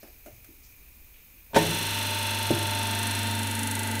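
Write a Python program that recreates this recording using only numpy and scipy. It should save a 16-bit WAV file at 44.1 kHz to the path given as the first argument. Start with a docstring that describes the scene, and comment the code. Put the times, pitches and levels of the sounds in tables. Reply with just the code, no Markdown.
"""A small utility room, where a four-pole electric motor drives a water pump near a hand-held microphone. After
faint handling knocks, the contactor clicks and the starting torque jolts the frame into ringing. The magnetic
field hums at twice the mains frequency, the pump impeller's vanes whine at multiples of the shaft speed, and
seal and bearing rub once a turn over a steady grinding and hiss. A second after the start the pipework gives a
dull thump; then the microphone turns away and the timbre shifts."""
import sys
import numpy as np
from scipy import signal
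from scipy.fft import rfft, irfft
from scipy.io import wavfile
from scipy.ndimage import uniform_filter1d, map_coordinates

SR = 44100
rng = np.random.default_rng(int(sys.argv[2]) if len(sys.argv) > 2 else 0)


def wav_record(signal):
    """Record a signal, one row per channel, as 16-bit PCM in the file named by sys.argv[1]."""
    frames = np.transpose(np.atleast_2d(signal))
    bounded = np.clip(frames, -1, 1)
    # unit amplitude maps onto the largest positive 16-bit level
    quanta = np.round(bounded * 32767).astype(np.int16)
    wavfile.write(sys.argv[1], SR, quanta)


N = 176400
TIME_S, FREQ_HZ = np.arange(N) / SR, np.arange(N // 2 + 1) * SR / N
MAINS_HZ, SHAFT_HZ, POWER_ON_S = 50, 24.945, 1.545


def gain(db):
    """Amplitude ratio: tenfold for every 20 dB."""
    return 10 ** (np.asarray(db) / 20)


def noise():
    """White Gaussian noise: equal power at all frequencies."""
    return rng.standard_normal(N)


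def colour(x, spectrum):
    """Spectral shaping by (frequency_hz, level_db) points, with steep skirts; rms 1."""
    hz, db = np.array(spectrum).T
    log_f = np.log(np.maximum(FREQ_HZ, 1))
    outside = np.abs(log_f - np.clip(log_f, np.log(hz[0]), np.log(hz[-1])))
    shaped = irfft(rfft(x) * gain(np.interp(log_f, np.log(hz), db) - 220 * outside), N)
    return shaped / np.std(shaped)


def band(x, centre_hz, width_hz):
    """Resonance with a Lorentzian amplitude response; rms 1."""
    shaped = irfft(rfft(x) / (1 + (2 * (FREQ_HZ - centre_hz) / width_hz) ** 2), N)
    return shaped / np.std(shaped)


def drift(rate_hz):
    """Smoothed random fluctuation with a spread near 1."""
    hold = int(SR / rate_hz)
    steps = np.repeat(rng.standard_normal(N // hold + 1), hold)
    return 1.44 * uniform_filter1d(uniform_filter1d(steps, hold), hold)[:N]


def burst(age, attack_s, decay_s, hold_s=0):
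    """Transient envelope: linear rise, optional hold, exponential decay."""
    return np.clip(age / attack_s, 0, 1) * np.exp(-np.maximum(age - attack_s - hold_s, 0) / decay_s)


def ring(start_s, modes, contact_s):
    """Free vibration: damped modes build up over the contact time of a blow."""
    age = np.maximum(TIME_S - start_s, 0)
    ringing = sum(gain(db - 60 * age / t60) * np.sin(2 * np.pi * hz * age) for hz, db, t60 in modes)
    return np.minimum(age / contact_s, 1) * ringing


def reverberate(x, t60_s=.45, tail_db=-8):
    """Reverberation: reflections from bare walls add a diffuse, decaying tail."""
    t = TIME_S[:SR // 2]
    tail = rng.standard_normal(len(t)) * gain(-60 * t / t60_s) * (t > .005)
    return x + gain(tail_db) * signal.fftconvolve(x, tail / np.linalg.norm(tail))[:N]


# Ambient noise spectrum: frequency_hz, relative_db
AMBIENT_SPECTRUM = [(12, -37), (20, 3), (66, -14.5), (153, -16.5), (232, -11.5), (633, -21), (1780, -23),
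                    (2410, -22), (2700, -24), (3460, -23.5), (3770, -21.5), (4580, -23.5), (12100, -22),
                    (13600, -17), (15600, -13)]
# Electrical buzz bands: centre_hz, width_hz, level_db
BUZZ_BANDS = [(2383, 550, -63.5), (6480, 58, -74), (11100, 770, -69), (13750, 950, -59.5)]

def background():
    """Amplitude modulation at the mains frequency pulses a flickering buzz, over rumble and hiss."""
    pulse = burst(TIME_S % (1 / MAINS_HZ), .0016, .015) + .8
    periodic = np.resize(rng.standard_normal(SR // MAINS_HZ), N)
    buzz = sum(gain(db + drift(69.8)) * band((periodic + noise()) * pulse, hz, width)
               for hz, width, db in BUZZ_BANDS)
    ambient = gain(-57.5) * colour(noise(), AMBIENT_SPECTRUM)
    rumble = gain(-56) * band(noise(), 44, 60)
    return buzz + ambient + rumble


# Handling knocks: start_s, thud_db, tick_db
KNOCKS = [(.029, -45, -52), (.072, -62, -52), (.259, -46, -47), (.267, -56, -57), (.443, -66, -48)]
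# Spectra of a knock's thud and tick: frequency_hz, relative_db
THUD_SPECTRUM = [(150, -7), (350, 4.5), (500, -1), (650, 6), (850, -9), (1100, -18), (1600, -14),
                 (3000, -21)]
TICK_SPECTRUM = [(900, -17), (1400, 3), (2500, -5), (5000, -10), (9000, -5), (15000, 1)]
# Brushes of the hand: start_s, centre_hz, level_db, decay_s
BRUSHES = [(.005, 5000, -61.5, 0.13), (.25, 6460, -65, 0.22), (.28, 108, -59, 0.3),
           (.485, 300, -55.5, 0.06), (.63, 6000, -58.5, 0.068), (1.135, 2850, -62, 0.13)]

def handling():
    """Structure-borne sound: the hand knocks and brushes faintly on the microphone."""
    thuds = sum(gain(db) * burst(TIME_S - at, .0017, .032) for at, db, _ in KNOCKS)
    ticks = sum(gain(db) * burst(TIME_S - at, .003, .0072) for at, _, db in KNOCKS)
    brushes = sum(gain(db) * burst(TIME_S - at, .0062, decay) * band(noise(), hz, .5 * hz)
                  for at, hz, db, decay in BRUSHES)
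    return thuds * colour(noise(), THUD_SPECTRUM) + ticks * colour(noise(), TICK_SPECTRUM) + brushes


# Blows at switch-on: start_s, ring_db, rattle_db
BLOWS = [(1.508, -54.5, -58), (1.533, -31, -44), (1.545, -23, -25), (1.556, -27, -25),
         (1.5618, -8.5, -21.5), (1.5727, -13.5, -34)]
# Modes of the frame and pipework: pitch_hz, relative_db, t60_s
FRAME_MODES = [(162.5, -16, 0.64), (229, -7, 0.17), (338, -22, 0.26), (428.2, -6.5, 0.23), (568, -8, 0.1),
               (624, -1.5, 0.039), (671, -9, 0.073), (780, -14, 0.17), (896, -4.5, 0.15), (1510, -13, .12),
               (1823, -19.5, 0.14)]
# Spectra of the rattle and the mounting's shudder: frequency_hz, relative_db
RATTLE_SPECTRUM = [(150, 6), (250, 4), (700, 2.5), (1000, 6), (1250, -37), (1600, -5), (3500, -6),
                   (5000, -14), (9000, -18), (15000, -25)]
SHUDDER_SPECTRUM = [(25, -8), (60, -15), (110, -10), (165, -1), (188, -12), (235, -10), (350, -6),
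                    (500, -28), (900, -18)]

def starting_jolt():
    """Impulse excitation: the contactor's clicks and the starting torque ring and rattle the frame and shake
    its mounting."""
    ringing = sum(gain(db) * ring(at, FRAME_MODES, contact_s=.0011) for at, db, _ in BLOWS)
    ringing = signal.sosfilt(signal.butter(2, 110, "high", fs=SR, output="sos"), ringing)
    rattle = sum(gain(db) * burst(TIME_S - at, .00084, .016) for at, _, db in BLOWS)
    rattle *= colour(noise(), RATTLE_SPECTRUM)
    shudder = gain(-29.5) * burst(TIME_S - POWER_ON_S, .053, .14) * colour(noise(), SHUDDER_SPECTRUM)
    return reverberate(ringing + rattle) + shudder


# Hum orders (of the mains) and whine orders (of the shaft: 36 impeller vanes, sidebands, harmonics)
HUM_ORDERS, WHINE_ORDERS = (2, 12, 14), (35, 36, 37, 72, 108, 144)
# Tone levels along the microphone's path through standing waves: time_s, 3 x hum_db, 6 x whine_db
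TONE_LEVELS = [(1.8, -38.5, -53, -58, -51, -48, -44, -54, -41, -50),
               (2.05, -36, -47, -57, -53, -42, -43, -56, -43, -51),
               (2.35, -36, -49, -57, -62, -37.5, -45, -55, -43, -50),
               (2.6, -34, -47, -47, -54, -39, -51, -51, -48, -46),
               (2.8, -32.5, -48, -47, -58, -35.5, -47, -50, -45, -45),
               (3.05, -33.5, -53, -48, -66, -41, -43, -46, -44, -44),
               (3.3, -32.5, -55, -48, -54, -47, -38, -53, -46, -43.5),
               (3.6, -34, -63, -60, -48, -45, -43, -69, -45, -47),
               (3.9, -33.5, -52, -51, -44, -42, -47, -75, -49, -53)]

def hum_and_whine(turns, throb_peak_s=3.652):
    """Magnetic forces hum; the vane-passing whine beats with its sidebands once a turn."""
    times, *levels = np.array(TONE_LEVELS).T
    rotor = turns - np.interp(throb_peak_s, TIME_S, turns)
    hum = [order * MAINS_HZ * TIME_S + rng.random() for order in HUM_ORDERS]
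    whine = [order * rotor for order in WHINE_ORDERS]
    return sum(np.sqrt(2) * gain(np.interp(TIME_S, times, db) + .5 * drift(10)) * np.cos(2 * np.pi * c)
               for c, db in zip(hum + whine, levels))


# Weaker shaft harmonics at three microphone positions: order, first_db, second_db, third_db
SHAFT_HARMONICS = [(9, -52, -47, -44), (11, -56, -50, -51), (16, -56, -52, -53), (63, -56, -53, -53),
                   (73, -53, -54, -62), (80, -57, -64, -50), (81, -59, -58, -44.5), (99, -52, -52, -56),
                   (116, -50, -52, -56), (117, -48, -53, -56), (134, -51, -48, -65), (136, -54, -52, -53),
                   (140, -51, -53, -69), (143, -47, -51, -58), (162, -50, -53, -62), (163, -50, -52, -58),
                   (164, -51, -55, -60), (236, -55, -58, -65), (252, -56, -58, -65), (392, -56, -58, -58)]

def shaft_harmonics(turns, position_times_s=(2.1, 2.95, 3.75)):
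    """Harmonic series of the rotation, each partial wavering in level on its own."""
    return sum(np.sqrt(2) * gain(np.interp(TIME_S, position_times_s, levels) + 2 * drift(1.98))
               * np.sin(2 * np.pi * (order * turns + rng.random())) for order, *levels in SHAFT_HARMONICS)


def roughness(turns, fresh_share, track_count=4):
    """Quasi-periodic noise: a slowly changing surface recurs each turn, mixed with fresh noise."""
    size = int(SR / SHAFT_HZ)
    tracks = rng.standard_normal((track_count, size))
    weights = np.array([drift(.99) for _ in tracks])
    weights /= np.linalg.norm(weights, axis=0)  # constant total power
    recurring = sum(weight * map_coordinates(track, [turns % 1 * size], mode="grid-wrap")
                    for track, weight in zip(tracks, weights))
    return np.sqrt(1 - fresh_share) * recurring + np.sqrt(fresh_share) * noise()


def housing(x, ripple_db, spacing_hz, positions=3):
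    """Narrow casing and room resonances ripple the spectrum, differently as the microphone moves."""
    spectrum, out = rfft(x), np.zeros(N)
    position = np.interp(TIME_S, [POWER_ON_S, N / SR], [0, positions - 1])
    for k in range(positions):
        ripple = np.interp(FREQ_HZ / spacing_hz, np.arange(2048), rng.standard_normal(2048))
        nearness = np.maximum(1 - np.abs(position - k), 0)
        out += nearness * irfft(spectrum * gain(ripple_db * np.clip(ripple, -2, 2)), N)
    return out


def turned_away(midpoint_s=3.21, length_s=.82):
    """Orientation of the microphone: 0 facing the motor, 1 turned away."""
    return np.clip((TIME_S - midpoint_s) / length_s + .5, 0, 1)


def directional(x, facing, facing_db, away, away_db):
    """Directivity: one spectrum fades into another as the microphone turns."""
    share = turned_away()
    return (1 - share) * gain(facing_db) * colour(x, facing) + share * gain(away_db) * colour(x, away)


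# Pump body spectra, facing and turned away: frequency_hz, relative_db
BODY_FACING = [(76, -45), (130, -10), (172, -13.5), (232, -4.5), (446, -15), (601, -12), (758, -21),
               (901, -5.5), (1000, -15), (1300, -17.5), (1690, -31)]
BODY_AWAY = [(76, -45), (130, -8), (174, -21), (227, 1), (344, -8.5), (695, -15.5), (751, -22), (893, -6.5),
             (1020, -21.5), (1300, -12.5), (1690, -52)]

def pump_body(turns):
    """Forced vibration: roughness drives the low resonances of the pump body."""
    return directional(roughness(turns, fresh_share=.65), BODY_FACING, -41, BODY_AWAY, -40.5)


def rub(turns, closes_s, attack_s, hold_s, decay_s):
    """Envelope of a periodic contact that closes once a turn, phased to do so at closes_s."""
    age = (turns - np.interp(closes_s, TIME_S, turns)) % 1 / SHAFT_HZ
    return burst(age, attack_s, decay_s, hold_s)


# Grinding spectra, facing and turned away: frequency_hz, relative_db
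GRIND_FACING = [(710, -9), (1200, -7.5), (1540, 1.5), (1670, -3.5), (1790, -3), (2340, -4.5), (2630, 0.5),
                (2830, -4), (3470, -2.5), (3760, -7.5), (4150, 2), (4660, -11), (5200, -15.5), (6760, -13)]
GRIND_AWAY = [(710, -32), (1200, -15), (1460, 0), (2000, -4.5), (2620, -2.5), (2830, -4), (3490, -5.5),
              (3760, -9.5), (4140, -3), (5200, -23)]

def grinding(turns, seal_contact):
    """Roughness noise in the midrange, modulated by the seal as the microphone turns away."""
    grind = housing(roughness(turns, fresh_share=.33), ripple_db=1.5, spacing_hz=28)
    grind *= 1 + .3 * seal_contact * turned_away()
    return directional(grind, GRIND_FACING, -34, GRIND_AWAY, -37)


# Hiss spectra, facing and turned away: frequency_hz, relative_db
HISS_FACING = [(2940, -30), (5000, -4), (5140, -15.5), (5450, 3.5), (5800, -1), (6720, -7.5), (8440, -2),
               (10200, -4), (14700, -6), (15600, -11)]
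HISS_AWAY = [(4900, -6), (5900, -4.5), (9500, -1), (15500, -8)]

def hissing(turns, bearing_contact):
    """Roughness noise in the treble, modulated by the bearing's rub."""
    hiss = housing(roughness(turns, fresh_share=.25), ripple_db=3, spacing_hz=35)
    hiss *= 1 + .25 * bearing_contact
    return directional(hiss, HISS_FACING, -40.5, HISS_AWAY, -41)


def bearing_scrape(turns, contact):
    """Sliding friction in the bearing excites one broad resonance."""
    return gain(-35) * contact * band(roughness(turns, fresh_share=.25), centre_hz=3350, width_hz=1540)


# Spectrum of the seal's rasp: frequency_hz, relative_db
RASP_SPECTRUM = [(4700, -29), (5700, -0.5), (6900, -6), (8400, 3.5), (10000, 3.5), (12500, -2),
                 (15500, -17)]

def seal_rasp(turns, contact):
    """Sliding friction: the seal rasps over nearly the same roughness on every turn."""
    rasp = housing(roughness(turns, fresh_share=.06), ripple_db=4.5, spacing_hz=39)
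    return gain(-34.5 + drift(10)) * contact * colour(rasp, RASP_SPECTRUM)


# Level offsets as the microphone moves: time_s, grind_db, hiss_db, rasp_db
NOISE_OFFSETS = [(1.55, -1, 1.5, -1.5), (2.76, -2.5, -1.5, -3), (3.17, -0.5, -0.5, -1),
                 (3.38, -2.5, -1.5, -1.5), (3.62, -2.5, -1.5, 0.5), (4.0, -2.5, -2.5, -4.5)]

def motor(spin_up_s=.011, rise_s=.015, sag_hz_per_s=.012):
    """Rotating machinery: one shaft angle keeps whine, roughness and rubs in step."""
    age = np.maximum(TIME_S - POWER_ON_S, 0)
    speed_hz = (SHAFT_HZ - sag_hz_per_s * age) * (1 - np.exp(-age / spin_up_s))
    turns = np.cumsum(speed_hz * (1 + .0001 * drift(6))) / SR
    times, *offsets = np.array(NOISE_OFFSETS).T
    grind_gain, hiss_gain, rasp_gain = (gain(np.interp(TIME_S, times, db)) for db in offsets)
    seal = rub(turns, 2.5075, attack_s=.0005, hold_s=.0052, decay_s=.0038)
    seal += .5 * rub(turns, 2.5075, attack_s=.0003, hold_s=.0005, decay_s=.001)  # tick as it catches
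    bearing = rub(turns, 2.532, attack_s=.002, hold_s=.005, decay_s=.002) * (1 - turned_away())
    out = hum_and_whine(turns) + shaft_harmonics(turns) + pump_body(turns)
    out += grind_gain * grinding(turns, seal) + hiss_gain * hissing(turns, bearing)
    out += bearing_scrape(turns, bearing) + rasp_gain * seal_rasp(turns, seal)
    return out * np.minimum(age / rise_s, 1)


# Pipework modes: pitch_hz, relative_db, t60_s
PIPE_MODES = [(121.5, -7.5, 0.21), (148, -14, 0.34), (234, -5.5, 0.15), (323.2, 0.5, 0.14),
              (343, -12.5, 0.37), (406, -13.5, 0.31), (581, -4.5, .09), (621, -13, 0.069),
              (787, -15, 0.097)]

def pipe_thump(start_s=2.5035):
    """Modal decay: one dull knock rings the low modes of the pipework."""
    return reverberate(gain(-14.5) * ring(start_s, PIPE_MODES, contact_s=.0036))


def scene():
    """Superposition of all sources at one microphone."""
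    return (background() + handling() + starting_jolt() + motor() + pipe_thump())[None]


def record(dry):
    """Band limiting: a steep elliptic low-pass cuts the treble above 15.6 kHz."""
    return signal.sosfilt(signal.ellip(10, .2, 80, 15600, fs=SR, output="sos"), dry)


dry = scene()
out = record(dry)
wav_record(out)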